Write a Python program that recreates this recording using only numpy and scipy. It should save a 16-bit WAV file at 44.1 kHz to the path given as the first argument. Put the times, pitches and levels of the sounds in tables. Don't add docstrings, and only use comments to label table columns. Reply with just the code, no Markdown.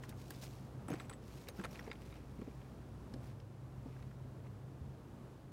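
import sys
import numpy as np
from scipy import signal
from scipy.fft import rfft, irfft
from scipy.io import wavfile
from scipy.ndimage import uniform_filter1d

SR = 44100
rng = np.random.default_rng(int(sys.argv[2]) if len(sys.argv) > 2 else 0)


def transcribe(u):
    v = np.clip(np.atleast_2d(u).T, -1, 1)
    q = np.round(v * 32767).astype(np.int16)
    wavfile.write(sys.argv[1], SR, q)


def boost(x):
    u = np.asarray(x, float) / 20
    return 10 ** u


N = 243431

# f/Hz, level per Hz/dB
WIND_COLOUR = [(15, -86), (25, -25.5), (55, -10.5), (110, -6), (236, -10), (427, -16.5), (734, -23),
               (1100, -26), (2110, -37.5), (4500, -43.5), (10700, -49.5), (16000, -53.5)]
# t/s, level of low tone/dB, level of high tone/dB
HUM_LEVELS = [(0, -62, -54.5), (1.1, -63, -57), (1.4, -59, -77), (2, -57.5, -61), (2.8, -57.5, -58.5),
              (3.3, -56.5, -55.5), (3.5, -71, -56), (3.75, -58, -52), (4.4, -63.5, -53.5), (5.52, -69, -61)]
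# f/Hz, level/dB, time to fade by 60 dB/s
METAL_PIECES = [
    [(7940, 0, .065), (9520, 0, .065), (12530, -12, .045), (15500, -11, .05)],
    [(5650, 0, .03), (12200, 0, .05)],
    [(6440, 0, .06), (8740, 0, .035), (10600, -9, .08)],
    [(14050, 0, .035), (9950, 0, .035)],
    [(4850, 0, .15)],
]
# t/s, level/dB, pitch f/Hz, upper modes' extra level/dB
CLINK_BLOWS = [(.8824, -59, 7840, 4.5), (.9153, -57, 6440, -14), (.9338, -59, 7870, -8),
               (.9986, -58.5, 7880, -11), (1.051, -67, 7940, -12), (1.0964, -49.5, 7950, -6.5),
               (1.1348, -52.5, 7970, -12), (1.486, -50, 13700, -13), (1.496, -61.5, 6440, 4),
               (1.5643, -61, 5500, -6), (1.613, -62, 7760, -17), (1.6402, -57.5, 6440, 3.5),
               (1.7114, -55, 5600, -8), (1.7978, -53, 5580, -10), (1.8427, -61, 5650, -19),
               (1.9014, -65, 4850, -2)]
# t/s, peak level/dB, pitch f/Hz, time to fade by 60 dB/s
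THUD_LANDINGS = [(0.3073, -46.5, 301, 0.029), (.8845, -38.5, 253, 0.022), (.9025, -34, 280, 0.032),
                 (.918, -34.5, 156, 0.081), (0.938, -38, 330, 0.025), (1.348, -46.5, 137, 0.13),
                 (1.588, -38.5, 190, 0.065), (1.599, -38.5, 206, 0.041), (1.875, -43, 445, 0.033),
                 (1.896, -44, 257, 0.044), (2.388, -41, 203, 0.052), (2.416, -38, 232, 0.038),
                 (2.475, -41, 258, 0.033), (3.138, -39.5, 236, 0.048), (3.159, -44, 290, 0.039),
                 (3.858, -42, 260, 0.054), (4.81, -42, 81, .26)]
# middle t/s, length/s, level/dB, hiss against body/dB
SCUFF_STROKES = [(0.042, 0.048, -62, -2.5), (0.1, 0.041, -60.5, -3), (0.211, 0.15, -70.5, 1),
                 (0.337, 0.12, -65.5, -3), (0.435, 0.061, -67.5, 9), (0.46, 0.63, -75.5, 8),
                 (0.923, 0.088, -54, -11), (1.015, 0.17, -62.5, -7), (1.114, 0.052, -60, -22),
                 (1.362, 0.39, -68.5, 1.5), (1.49, 0.031, -51, -23), (1.59, 0.13, -69, 1),
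                 (1.648, 0.047, -49.5, -31), (1.748, 0.18, -64, -1.5), (1.87, 0.17, -62.5, -11),
                 (2.06, 0.24, -68, -4.5), (2.162, 0.12, -69.5, -11), (2.457, 1, -72, -5),
                 (3.269, 0.15, -67, -3.5), (3.97, 0.49, -72.5, -9), (4.464, 0.048, -64.5, -27)]
# f/Hz, level per Hz/dB
SCUFF_BODY_COLOUR = [(200, -6), (500, 21), (1300, 4.5), (2300, 7), (3500, -7), (10000, -16)]
# f/Hz, level per Hz/dB
SCUFF_HISS_COLOUR = [(1000, -16), (2500, -3), (5500, 0), (9000, -6), (16000, -9)]
GRAIN_PITCHES = [900, 1600, 2600, 4200]
# t/s, level/dB, knock f/Hz, treble against that level/dB
GRIT_CRACKS = [(0.0355, -44.5, 1690, -11.5), (0.092, -53, 3400, 11), (.124, -51, 1220, -16),
               (0.3055, -45, 1700, 6.5), (.883, -43, 1370, -10), (0.894, -58, 1750, -20),
               (.9021, -51, 1170, 4.5), (0.916, -55, 1750, -14), (.9275, -43, 1280, -20),
               (0.9367, -42.5, 1820, -14), (0.955, -55, 2610, -17), (0.9985, -44.5, 2190, -28),
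               (1.004, -49.5, 1310, -24), (1.0105, -58, 1900, -20), (1.096, -48.5, 3550, -5),
               (1.096, -46.5, 1400, -26), (1.1124, -49, 1210, -24), (1.127, -54, 3500, -6),
               (1.1346, -50.5, 1900, -11), (1.4851, -41, 4640, -8), (1.5865, -50.5, 1410, -21),
               (1.596, -44.5, 1570, -18), (1.612, -48, 1380, -9), (1.637, -42.5, 1830, -21),
               (1.6461, -40, 2180, -12), (1.6518, -38, 1380, -7.5), (1.7472, -55, 2200, -28),
               (1.755, -46, 2210, -22), (1.7918, -42, 1970, -17), (1.8073, -50, 1510, -14),
               (1.85, -60, 1270, -10), (1.8774, -51, 1990, -9), (1.8995, -65, 1980, -22),
               (1.9142, -37, 2190, -17), (1.9294, -51, 1950, -4), (1.954, -55.5, 2780, -10),
               (2.125, -53.5, 2230, -16), (2.157, -57, 1720, -24), (2.414, -51, 1230, -13),
               (2.615, -57.5, 1880, -23), (3.137, -52.5, 1670, -5.5), (3.1385, -51, 5000, -14),
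               (3.4, -57.5, 3130, -23), (3.926, -63, 2630, -10), (3.964, -56, 1580, -21),
               (4.025, -56, 2200, -8), (4.111, -59.5, 1910, -20)]
# multiple of the knock pitch (no unit), level/dB
STONE_MODES = [(.6, -5), (1, 0), (1.66, -8)]

WIND_DB, GUST_WAVER_DB = -54.5, 0.7
GUST_PEAK_S, GUST_LENGTH_S, GUST_PEAK_DB = 0.39, 2.6, 1
LOW_HZ, HIGH_HZ, DRONE_HZ = 60.76, 130.4, 102.3
DRONE_DB, DRONE_WAVER_DB = -63, 3
DRONE_FOLLOWS = 0.99
GRIT_PER_S, GRIT_SPREAD_DB = 250, 3
BODY_GRIT_SHARE, HISS_GRIT_SHARE = 0.65, 0.25
CRACK_RISE_S, CRACK_T60_S = 0.0002, 0.022
KNOCK_WIDTH, NARROWS_PER_DB, NARROWEST = 0.55, 0.015, 0.27
MODE_SPREAD_DB, LOW_LAG_CYCLES = 2, 2.99
CRUNCH = 0.3


def evened(x):
    return x / np.sqrt(np.mean(x ** 2) + 1e-20)


def add(mix, s, sound):
    part = mix[round(s * SR):][:len(sound)]
    part += sound[:len(part)]


def coloured(x, points):
    f, db = np.transpose(points)
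    hz = np.fft.rfftfreq(len(x), 1 / SR)
    curve_db = np.interp(np.log(hz + 1), np.log(f + 1), db)
    return evened(irfft(rfft(x) * boost(curve_db), len(x)))


def band(x, hz, width):
    out = signal.lfilter(*signal.iirpeak(hz, hz / width, SR), x)
    return out / abs(out).max()


def steep_band(x, hz, width):
    return band(band(x, hz, width), hz, width)


def wander(per_s):
    steps = round(SR / per_s)
    return evened(uniform_filter1d(uniform_filter1d(rng.standard_normal(N), steps), steps))


def wind():
    t = np.arange(N) / SR
    gust_db = GUST_PEAK_DB * np.exp(-((t - GUST_PEAK_S) / GUST_LENGTH_S) ** 2)
    gust_db = gust_db + GUST_WAVER_DB * wander(4.0)
    return boost(WIND_DB + gust_db) * coloured(rng.standard_normal(N), WIND_COLOUR)


def unsteady_tone(hz, drift_hz):
    cycles = np.cumsum(hz + drift_hz * wander(3.6)) / SR
    return np.sqrt(2) * np.sin(2 * np.pi * cycles)


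def hum():
    s, low_db, high_db = np.transpose(HUM_LEVELS)
    t = np.arange(N) / SR
    low = boost(np.interp(t, s, low_db))
    high = boost(np.interp(t, s, high_db))
    flutter = boost(2.36 * wander(23))
    tones = low * unsteady_tone(LOW_HZ, 0.9) + high * flutter * unsteady_tone(HIGH_HZ, 0.81)
    fuzz = evened(steep_band(rng.standard_normal(N), DRONE_HZ, 20))
    drone_level = boost(DRONE_DB + DRONE_WAVER_DB * wander(5.2)) * (high / high.mean()) ** DRONE_FOLLOWS
    return tones + drone_level * fuzz


def clinks():
    t, out = np.arange(5000) / SR, np.zeros(N)
    for s, db, pitch_hz, upper_db in CLINK_BLOWS:
        modes = min(METAL_PIECES, key=lambda piece: abs(np.log(piece[0][0] / pitch_hz)))
        shift = pitch_hz / modes[0][0]
        for k, (hz, mode_db, t60) in enumerate(modes):
            level_db = db + mode_db + upper_db * (k > 0)
            fade = boost(level_db - 60 * t / t60)
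            add(out, s, fade * np.sin(2 * np.pi * hz * shift * t))
    return out


def thuds():
    t, out = np.arange(8000) / SR, np.zeros(N)
    for s, db, hz, t60 in THUD_LANDINGS:
        shape = (1 - np.exp(-t / 0.0018)) ** 2 * boost(-60 * t / t60)
        ring = shape * np.sin(2 * np.pi * hz * t)
        dirt = steep_band(shape * rng.standard_normal(len(t)), 1.7 * hz, 0.8 * hz)
        add(out, s, boost(db) * (ring / abs(ring).max() + 0.57 * dirt))
    return out


def grit_snaps():
    shape = (len(GRAIN_PITCHES), N)
    strength = boost(GRIT_SPREAD_DB * np.minimum(rng.exponential(1, shape), 3))
    hits = strength * (rng.random(shape) < GRIT_PER_S / SR)
    puffs = signal.lfilter([1], [1, -0.97], hits) * rng.standard_normal(shape)
    snaps = np.zeros(N)
    for puff, hz in zip(puffs, GRAIN_PITCHES):
        snaps += np.sqrt(hz) * evened(band(puff, hz, 0.5 * hz))
    return evened(snaps)


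def rub(snaps, share):
    return share * snaps + np.sqrt(1 - share ** 2) * rng.standard_normal(N)


def scuffs():
    t, out = np.arange(N) / SR, np.zeros(N)
    snaps = grit_snaps()
    body = coloured(rub(snaps, BODY_GRIT_SHARE), SCUFF_BODY_COLOUR) * boost(2.66 * wander(480))
    hiss = coloured(rub(snaps, HISS_GRIT_SHARE), SCUFF_HISS_COLOUR) * boost(2.3 * wander(300))
    for s, length, level_db, treble_db in SCUFF_STROKES:
        stroke = np.exp(-(3 * (t - s) / length) ** 2)
        out += boost(level_db) * stroke * (body + boost(treble_db) * hiss)
    return out


def cracks():
    t, out = np.arange(2000) / SR, np.zeros(N)
    shape = (1 - np.exp(-t / CRACK_RISE_S)) * boost(-60 * t / CRACK_T60_S)
    for s, db, hz, treble_db in GRIT_CRACKS:
        dull, bright = shape * rng.standard_normal((2, len(t)))
        width = max(KNOCK_WIDTH + NARROWS_PER_DB * treble_db, NARROWEST) * hz
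        knock = CRUNCH * steep_band(bright, 0.85 * hz, hz)
        for k, mode_db in STONE_MODES:
            off_db = MODE_SPREAD_DB * rng.standard_normal() * (k != 1)
            lag = round(LOW_LAG_CYCLES * SR / hz * (k < 1))
            knock += boost(mode_db + off_db) * np.roll(steep_band(dull, k * hz, width), lag)
        top_hz = np.clip(15002 + 600 * treble_db, 7000, 15500)
        spit = signal.lfilter(*signal.butter(3, [3000, top_hz], "band", fs=SR), bright)
        add(out, s, boost(db) * (knock + boost(treble_db) * spit / abs(spit).max()))
    return out


def scene():
    near = clinks() + cracks()
    bounce = np.roll(near, round(0.0037 * SR)) * boost(-11.0)
    return (wind() + hum() + thuds() + scuffs() + near + bounce)[None]


def low_pass(x):
    return signal.sosfilt(signal.butter(12, 16460, fs=SR, output="sos"), x)


def record(dry):
    edge = signal.firwin(255, 15950, window=("kaiser", 5), fs=SR)
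    mix = signal.oaconvolve(dry, edge[None], "same")
    return low_pass(mix)


dry = scene()
out = record(dry)
transcribe(out)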